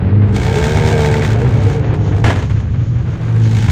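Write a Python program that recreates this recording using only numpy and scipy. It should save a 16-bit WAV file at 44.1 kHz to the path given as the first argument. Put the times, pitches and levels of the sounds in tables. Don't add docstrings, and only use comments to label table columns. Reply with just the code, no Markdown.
import sys
import numpy as np
from scipy import signal
from scipy.fft import rfft, irfft, next_fast_len
from scipy.io import wavfile
from scipy.ndimage import uniform_filter1d, minimum_filter1d, map_coordinates

SR = 44100
rng = np.random.default_rng(int(sys.argv[2]) if len(sys.argv) > 2 else 0)


def wav_record(signal):
    frames = np.transpose(np.atleast_2d(signal))
    bounded = np.clip(frames, -1, 1)
    quanta = np.round(bounded * 32767).astype(np.int16)
    wavfile.write(sys.argv[1], SR, quanta)


N = 163611


def amp(db):
    return 10 ** (np.asarray(db) / 20)


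def unit(x):
    return x / np.sqrt(np.mean(x ** 2) + 1e-20)


def along(points, hz):
    f, v = np.transpose(points)
    return np.interp(np.log(hz + 1), np.log(f + 1), v)


def curves(rows):
    s, *cols = np.transpose(rows)
    return [np.interp(np.arange(N) / SR, s, c) for c in cols]


def wobble(rate):
    return map_coordinates(rng.standard_normal(2048), [np.arange(N) * rate / SR], mode="wrap")


def filtered(x, response):
    m = next_fast_len(N + SR // 2)
    spectrum = rfft(x, m) * response(np.fft.rfftfreq(m, 1 / SR))
    return irfft(spectrum, m)[..., :N]


def coloured(x, points):
    size = 16384
    cepstrum = irfft(np.log(amp(along(points, np.fft.rfftfreq(size, 1 / SR)))))
    cepstrum[1:size // 2] *= 2
    cepstrum[size // 2 + 1:] = 0
    impulse = irfft(np.exp(rfft(cepstrum)))[:size // 2]
    return signal.fftconvolve(x, impulse)[:N]


def resonant(x, modes):
    def response(f):
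        return sum(amp(db) * 1j * f * w / (c * c - f * f + 1j * f * w) for c, w, db in modes)
    return filtered(x, response)


def ticks(per_s, spread_db):
    size = amp(spread_db * np.minimum(rng.exponential(size=N), 4))
    happens = rng.random(N) < per_s / SR
    return unit(happens * size * np.sign(rng.standard_normal(N)))


def orders(hz, table, rough, flutter_hz):
    turn = 2 * np.pi * np.cumsum(hz) / SR
    total = 0
    for k, db in table:
        level = amp(db + 2.2 * rough * wobble(flutter_hz))
        phase = k * turn + rng.uniform(0, 2 * np.pi) + rough * k * wobble(flutter_hz)
        total = total + level * np.sin(phase)
    return np.sqrt(2) * total


def bursts(rows):
    t = np.arange(N) / SR
    return np.sqrt(sum((t >= s) * amp(db - 60 * np.abs(t - s) / t60) ** 2 for s, db, t60 in rows))


def shell():
    # t/s, rumble level/dB, clatter level/dB
    ground = [(0, -14, -29.5), (.2, -18, -28.5), (.5, -12.5, -27.5), (1.0, -18, -24), (1.5, -15.5, -25.5),
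              (1.9, -16.5, -27.5), (2.2, -16.5, -29.5), (2.5, -15.5, -31), (2.8, -15.5, -35),
              (3.1, -17.5, -32.5), (3.4, -22.5, -27.5), (3.71, -12.5, -39.5)]
    # f/Hz, relative level/dB
    rumble_shape = [(15, -43), (30, -1.5), (48, -1), (65, 9), (82, 8.5), (100, 12), (125, 10.5), (155, 2.5),
                    (190, -0.5), (260, -10.5), (500, -74.5)]
    # f/Hz, relative level/dB
    clatter_shape = [(100, -24.5), (220, 3), (450, -0.5), (620, -7), (950, -10.5), (1600, -12),
                     (2500, -18.5), (4500, -33.5), (9000, -70)]
    rumble_db, clatter_db = curves(ground)
    rumble = unit(coloured(rng.standard_normal(N), rumble_shape))
    rattle_share = 0.46
    strikes = rng.standard_normal(N) + rattle_share * ticks(per_s=600, spread_db=5)
    unsteady = strikes * amp(2.23 * wobble(45))
    clatter = unit(coloured(unsteady, clatter_shape))
    return amp(rumble_db) * rumble + amp(clatter_db) * clatter


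def dirt_spray():
    # t/s, level/dB before wavering
    spray = [(.3, -71), (1.4, -53.5), (1.75, -47), (2.05, -52.5), (2.45, -44.5), (2.75, -52.5),
             (3.2, -52.5), (3.5, -44), (3.71, -45.5)]
    # f/Hz, relative level/dB
    grit_shape = [(1000, -20.5), (3000, 22), (5000, 12), (6800, 17.5), (9000, -33.5)]
    spray_db, = curves(spray)
    hiss = unit(coloured(rng.standard_normal(N), grit_shape))
    return amp(spray_db + 3.9 * wobble(15)) * hiss


def shell_groans():
    # t/s of the peak, f/Hz, peak level/dB
    groan_list = [(0.064, 570, -31), (0.581, 425, -13), (.925, 470, -18), (.945, 695, -19.5),
                  (1.38, 705, -26), (1.43, 478, -17.5), (1.601, 590, -26), (1.68, 460, -18),
                  (1.77, 455, -18), (1.945, 373.9, -23)]
    width_s = 0.019
    t = np.arange(N) / SR
    total = np.zeros(N)
    for s, hz, db in groan_list:
        swell = np.exp(-((t - s) / width_s) ** 2 / 2)
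        total += amp(db) * swell * np.sin(2 * np.pi * hz * t + .5 * wobble(70))
    return total


def tyres():
    centre_s, width_s, level_db = 3.32, 0.14, -53.5
    swell = np.exp(-((np.arange(N) / SR - centre_s) / width_s) ** 2 / 2)
    scrub = unit(resonant(rng.standard_normal(N), [(1430, 400, 0)]))
    return amp(level_db) * swell * scrub


def rival_car():
    # t/s, firing rate f/Hz, level/dB
    rival = [(1.3, 61.02, -65), (1.5, 63.06, -29.5), (1.7, 70.5, -33.5), (1.9, 73.84, -32),
             (2.1, 75.39, -35), (2.5, 68.16, -39.5), (2.9, 78.66, -44), (3.5, 82.2, -38.5),
             (3.71, 77.14, -41.5)]
    # multiple of the firing rate, relative level/dB
    rival_orders = [(2, 13), (3, -20), (4, 2.5), (6, -8), (7, -10.5)]
    hz, level_db = curves(rival)
    return amp(level_db) * orders(hz, rival_orders, rough=.13, flutter_hz=21.76)


def droning_car():
    # t/s, pitch f/Hz, level/dB
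    drone = [(0, 88.8, -23), (.08, 94.3, -11.5), (.18, 104.2, -9), (.24, 104, -10), (.28, 101.1, -16),
             (.35, 99.5, -9.5), (.46, 96.6, -24.5), (.8, 110, -22), (1.2, 97.93, -16), (1.36, 113.3, -14.5),
             (1.49, 129.9, -9.5), (1.58, 100.5, -15), (1.7, 106.9, -12.5), (1.82, 120.6, -17.5),
             (2.14, 98.1, -17), (2.26, 116.7, -6.5), (2.38, 112.5, -27.5), (2.55, 103.2, -18),
             (2.78, 120.8, -15), (3.15, 119, -21), (3.3, 115.5, -14), (3.44, 112.1, -8), (3.55, 111, -13),
             (3.71, 109.3, -18.5)]
    # multiple of the pitch, level/dB relative to the boom before the edge is added
    overtone_orders = [(1.249, -21), (2, -13), (2.5, -23.5), (3, -23.5), (4, -26)]
    # t/s, added level/dB
    edge = [(0, 5), (.15, 1.5), (.4, 5), (1.5, -11), (2.6, -12), (3.2, -13.5), (3.5, -2), (3.71, 4.5)]
    hz, level_db = curves(drone)
    edge_db, = curves(edge)
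    boom = orders(hz, [(0.99, 0.0038)], rough=0.069, flutter_hz=34.16)
    overtones = orders(hz, overtone_orders, rough=0.35, flutter_hz=30.16)
    return amp(level_db) * (boom + amp(edge_db) * overtones)


def engine():
    # t/s, firing rate f/Hz
    firing = [(0, 54.8), (.36, 55.41), (.48, 63.5), (.62, 73.1), (.75, 77.73), (.87, 77.73), (1.03, 74.3),
              (1.25, 73.76), (1.38, 70.7), (1.52, 62.81), (1.83, 61.73), (2.2, 56.75), (2.5, 52.08),
              (3.3, 53.8), (3.71, 52.96)]
    # t/s, exhaust level/dB, rasp level/dB
    throttle = [(0, -25.5, -89.5), (.29, -26, -49.5), (.36, -20.5, -27.5), (.55, -18, -26),
                (.75, -17.5, -23), (1.0, -15, -27), (1.28, -20.5, -27.5), (1.4, -24, -38.5),
                (1.75, -22, -34), (1.88, -24.5, -63.5), (2.2, -22, -40.5), (2.8, -48, -60),
                (3.3, -43.5, -44), (3.53, -35.5, -33.5), (3.71, -33, -24.5)]
    # f/Hz, relative level/dB
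    exhaust_shape = [(30, -35.5), (75, -8), (155, 10), (228, -4), (300, -7), (445, 10.5), (540, -13.5),
                     (640, -8), (900, -3), (1100, -28), (5000, -66)]
    # f/Hz, relative level/dB
    rasp_shape = [(400, -20), (800, 3.5), (1050, -7), (1600, -2), (2300, -4.5), (2800, -8), (3500, -6.5),
                  (4800, -12.5), (7000, -13.5), (9000, -21.5), (11000, -39), (15000, -27.5)]
    # f/Hz, width/Hz, relative gain/dB
    pipe_modes = [(905, 17, 7), (1593, 54, 3.5), (2219, 65, 3.5), (2463, 30, -5.5), (3080, 220, -17)]
    # multiple of the firing rate, relative level/dB
    clean_orders = [(1, 2), (1.5, -4), (2, -1), (3, -1.5), (5, -7), (6, -5), (7, -11.5), (8, -12),
                    (9, -12.5), (12, -10), (2.5, -16.5), (5.5, -12.5), (8.5, -10)]
    cylinder_swing, firing_scatter_db, jitter_s = 0.24, 1, .00006
    puff_decay, puff_floor, puff_scatter_db = .24, .5, 1.2
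    crack_decay, crack_scatter_db, crack_db = .17, 1, -2.5
    surge_db, surge_hz = 2.27, 35.56
    ring_from_hz, ring_full_hz = 43, 61.8

    hz, = curves(firing)
    exhaust_db, rasp_db = curves(throttle)
    cycle = np.cumsum(hz * (1 + 0.0024 * wobble(25))) / SR
    index = cycle.astype(int)
    since_firing = cycle % 1
    at = np.flatnonzero(np.diff(index))
    chance = rng.standard_normal((512, 3))
    swing = 1 + cylinder_swing * (-1) ** np.arange(len(chance))

    pulses = np.zeros(N)
    late = (jitter_s * SR * chance[:len(at), 0]).astype(int)
    pulse_size = swing * amp(firing_scatter_db * chance[:, 1])
    pulses[np.clip(at + late, 0, N - 1)] = pulse_size[:len(at)]
    exhaust = unit(coloured(pulses - pulses.mean(), exhaust_shape))

    puff_size = swing * amp(puff_scatter_db * chance[:, 2])
    puff = np.exp(-since_firing / puff_decay) * puff_size[index]
    flow = (puff + puff_floor) * amp(surge_db * wobble(surge_hz))
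    gas = coloured(flow * rng.standard_normal(N), rasp_shape)

    front = np.exp(-since_firing / crack_decay) * amp(crack_scatter_db * chance[:, 2])[index]
    ring = resonant(coloured(front * rng.standard_normal(N), rasp_shape), pipe_modes)
    ringing = np.clip((hz - ring_from_hz) / (ring_full_hz - ring_from_hz), 0, 1)
    rasp = unit(unit(gas) + amp(crack_db) * ringing * unit(ring))

    tone = (0.48 + 0.54 * ringing) * orders(hz, clean_orders, rough=0.2, flutter_hz=22)
    pipe = amp(-4.0) * exhaust + amp(-7.5) * tone
    return amp(exhaust_db) * pipe + amp(rasp_db) * rasp


def pops():
    # t/s, relative level/dB
    pop_list = [(1.045, -22), (1.14, -18), (1.221, -19.5), (1.248, -16.5)]
    band = [(1850, 700, 0)]
    push = bursts([(s, db, .045) for s, db in pop_list])
    crack = resonant(resonant(push * rng.standard_normal(N), band), band)
    return np.std(push) * unit(crack)


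def buckling_metal():
    # t/s, relative level/dB, T60/s
    blows = [(1.938, -25.5, .16), (2.241, -6.5, .19), (2.261, -11, .17), (2.277, -11.5, .17),
             (2.302, -14, .16), (2.328, -21, .1), (2.354, -20.5, .26), (2.389, -23.5, .13),
             (2.422, -23, .15), (2.498, -28, .22), (2.6, -31, .1), (3.684, -20, .06)]
    # f/Hz, relative level/dB
    crumple_shape = [(100, -18), (220, 6), (450, -3), (900, -2), (1300, -7), (1900, -7), (3200, -13.5),
                     (4600, -21), (7000, -23.5), (11000, -41), (16000, -50.5)]
    # f/Hz, relative gain/dB
    panel = [(425, 7), (694, -0.5), (1020, 0), (1360, -1), (1700, 6.5), (2120, 1), (3130, -1.5)]
    panel_width_hz, panel_db = 63, -9.5
    force = bursts(blows)
    crush = 1.8 * np.sqrt(force / force.max())
    mixture = ticks(per_s=1200, spread_db=-0.5) + crush * rng.standard_normal(N)
    snaps = force * mixture / np.hypot(1, crush)
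    crunch = unit(coloured(snaps, crumple_shape))
    ring = unit(resonant(crunch, [(hz, panel_width_hz, db) for hz, db in panel]))
    return np.std(force) * unit(crunch + amp(panel_db) * ring)


def body_thud():
    start_s, hz, level_db, t60_s = 2.243, 83.6, -0.5, 0.26
    age = np.maximum(np.arange(N) / SR - start_s, 0)
    return amp(level_db - 60 * age / t60_s) * np.sin(2 * np.pi * hz * age)


def scene():
    # f/Hz, side level/dB
    side_shape = [(100, -74), (250, -73), (500, -28.5), (1000, -18.5), (6000, -34.5), (14000, 1)]
    background = shell() + dirt_spray() + shell_groans() + tyres() + rival_car() + droning_car()
    mid = background + engine() + pops() + buckling_metal() + body_thud()
    t = np.arange(SR // 20) / SR
    tail = rng.standard_normal(len(t)) * amp(-60 * t / .05)
    diffuse = signal.fftconvolve(mid, tail / np.linalg.norm(tail))[:N]
    side = coloured(diffuse, side_shape)
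    lean = filtered(mid, lambda hz: along([(250, 0), (1000, -0.0046), (6000, -0.062)], hz))
    return np.array([mid + side + lean, mid - side - lean])


def record(dry):
    ceiling_db, top_hz = -.6, 15400
    need = np.minimum(1, amp(ceiling_db) / (np.abs(dry).max(axis=0) + 1e-9))
    gain = uniform_filter1d(minimum_filter1d(need, size=600), size=600)
    return filtered(dry * gain, lambda hz: hz < top_hz)


dry = scene()
out = record(dry)
wav_record(out)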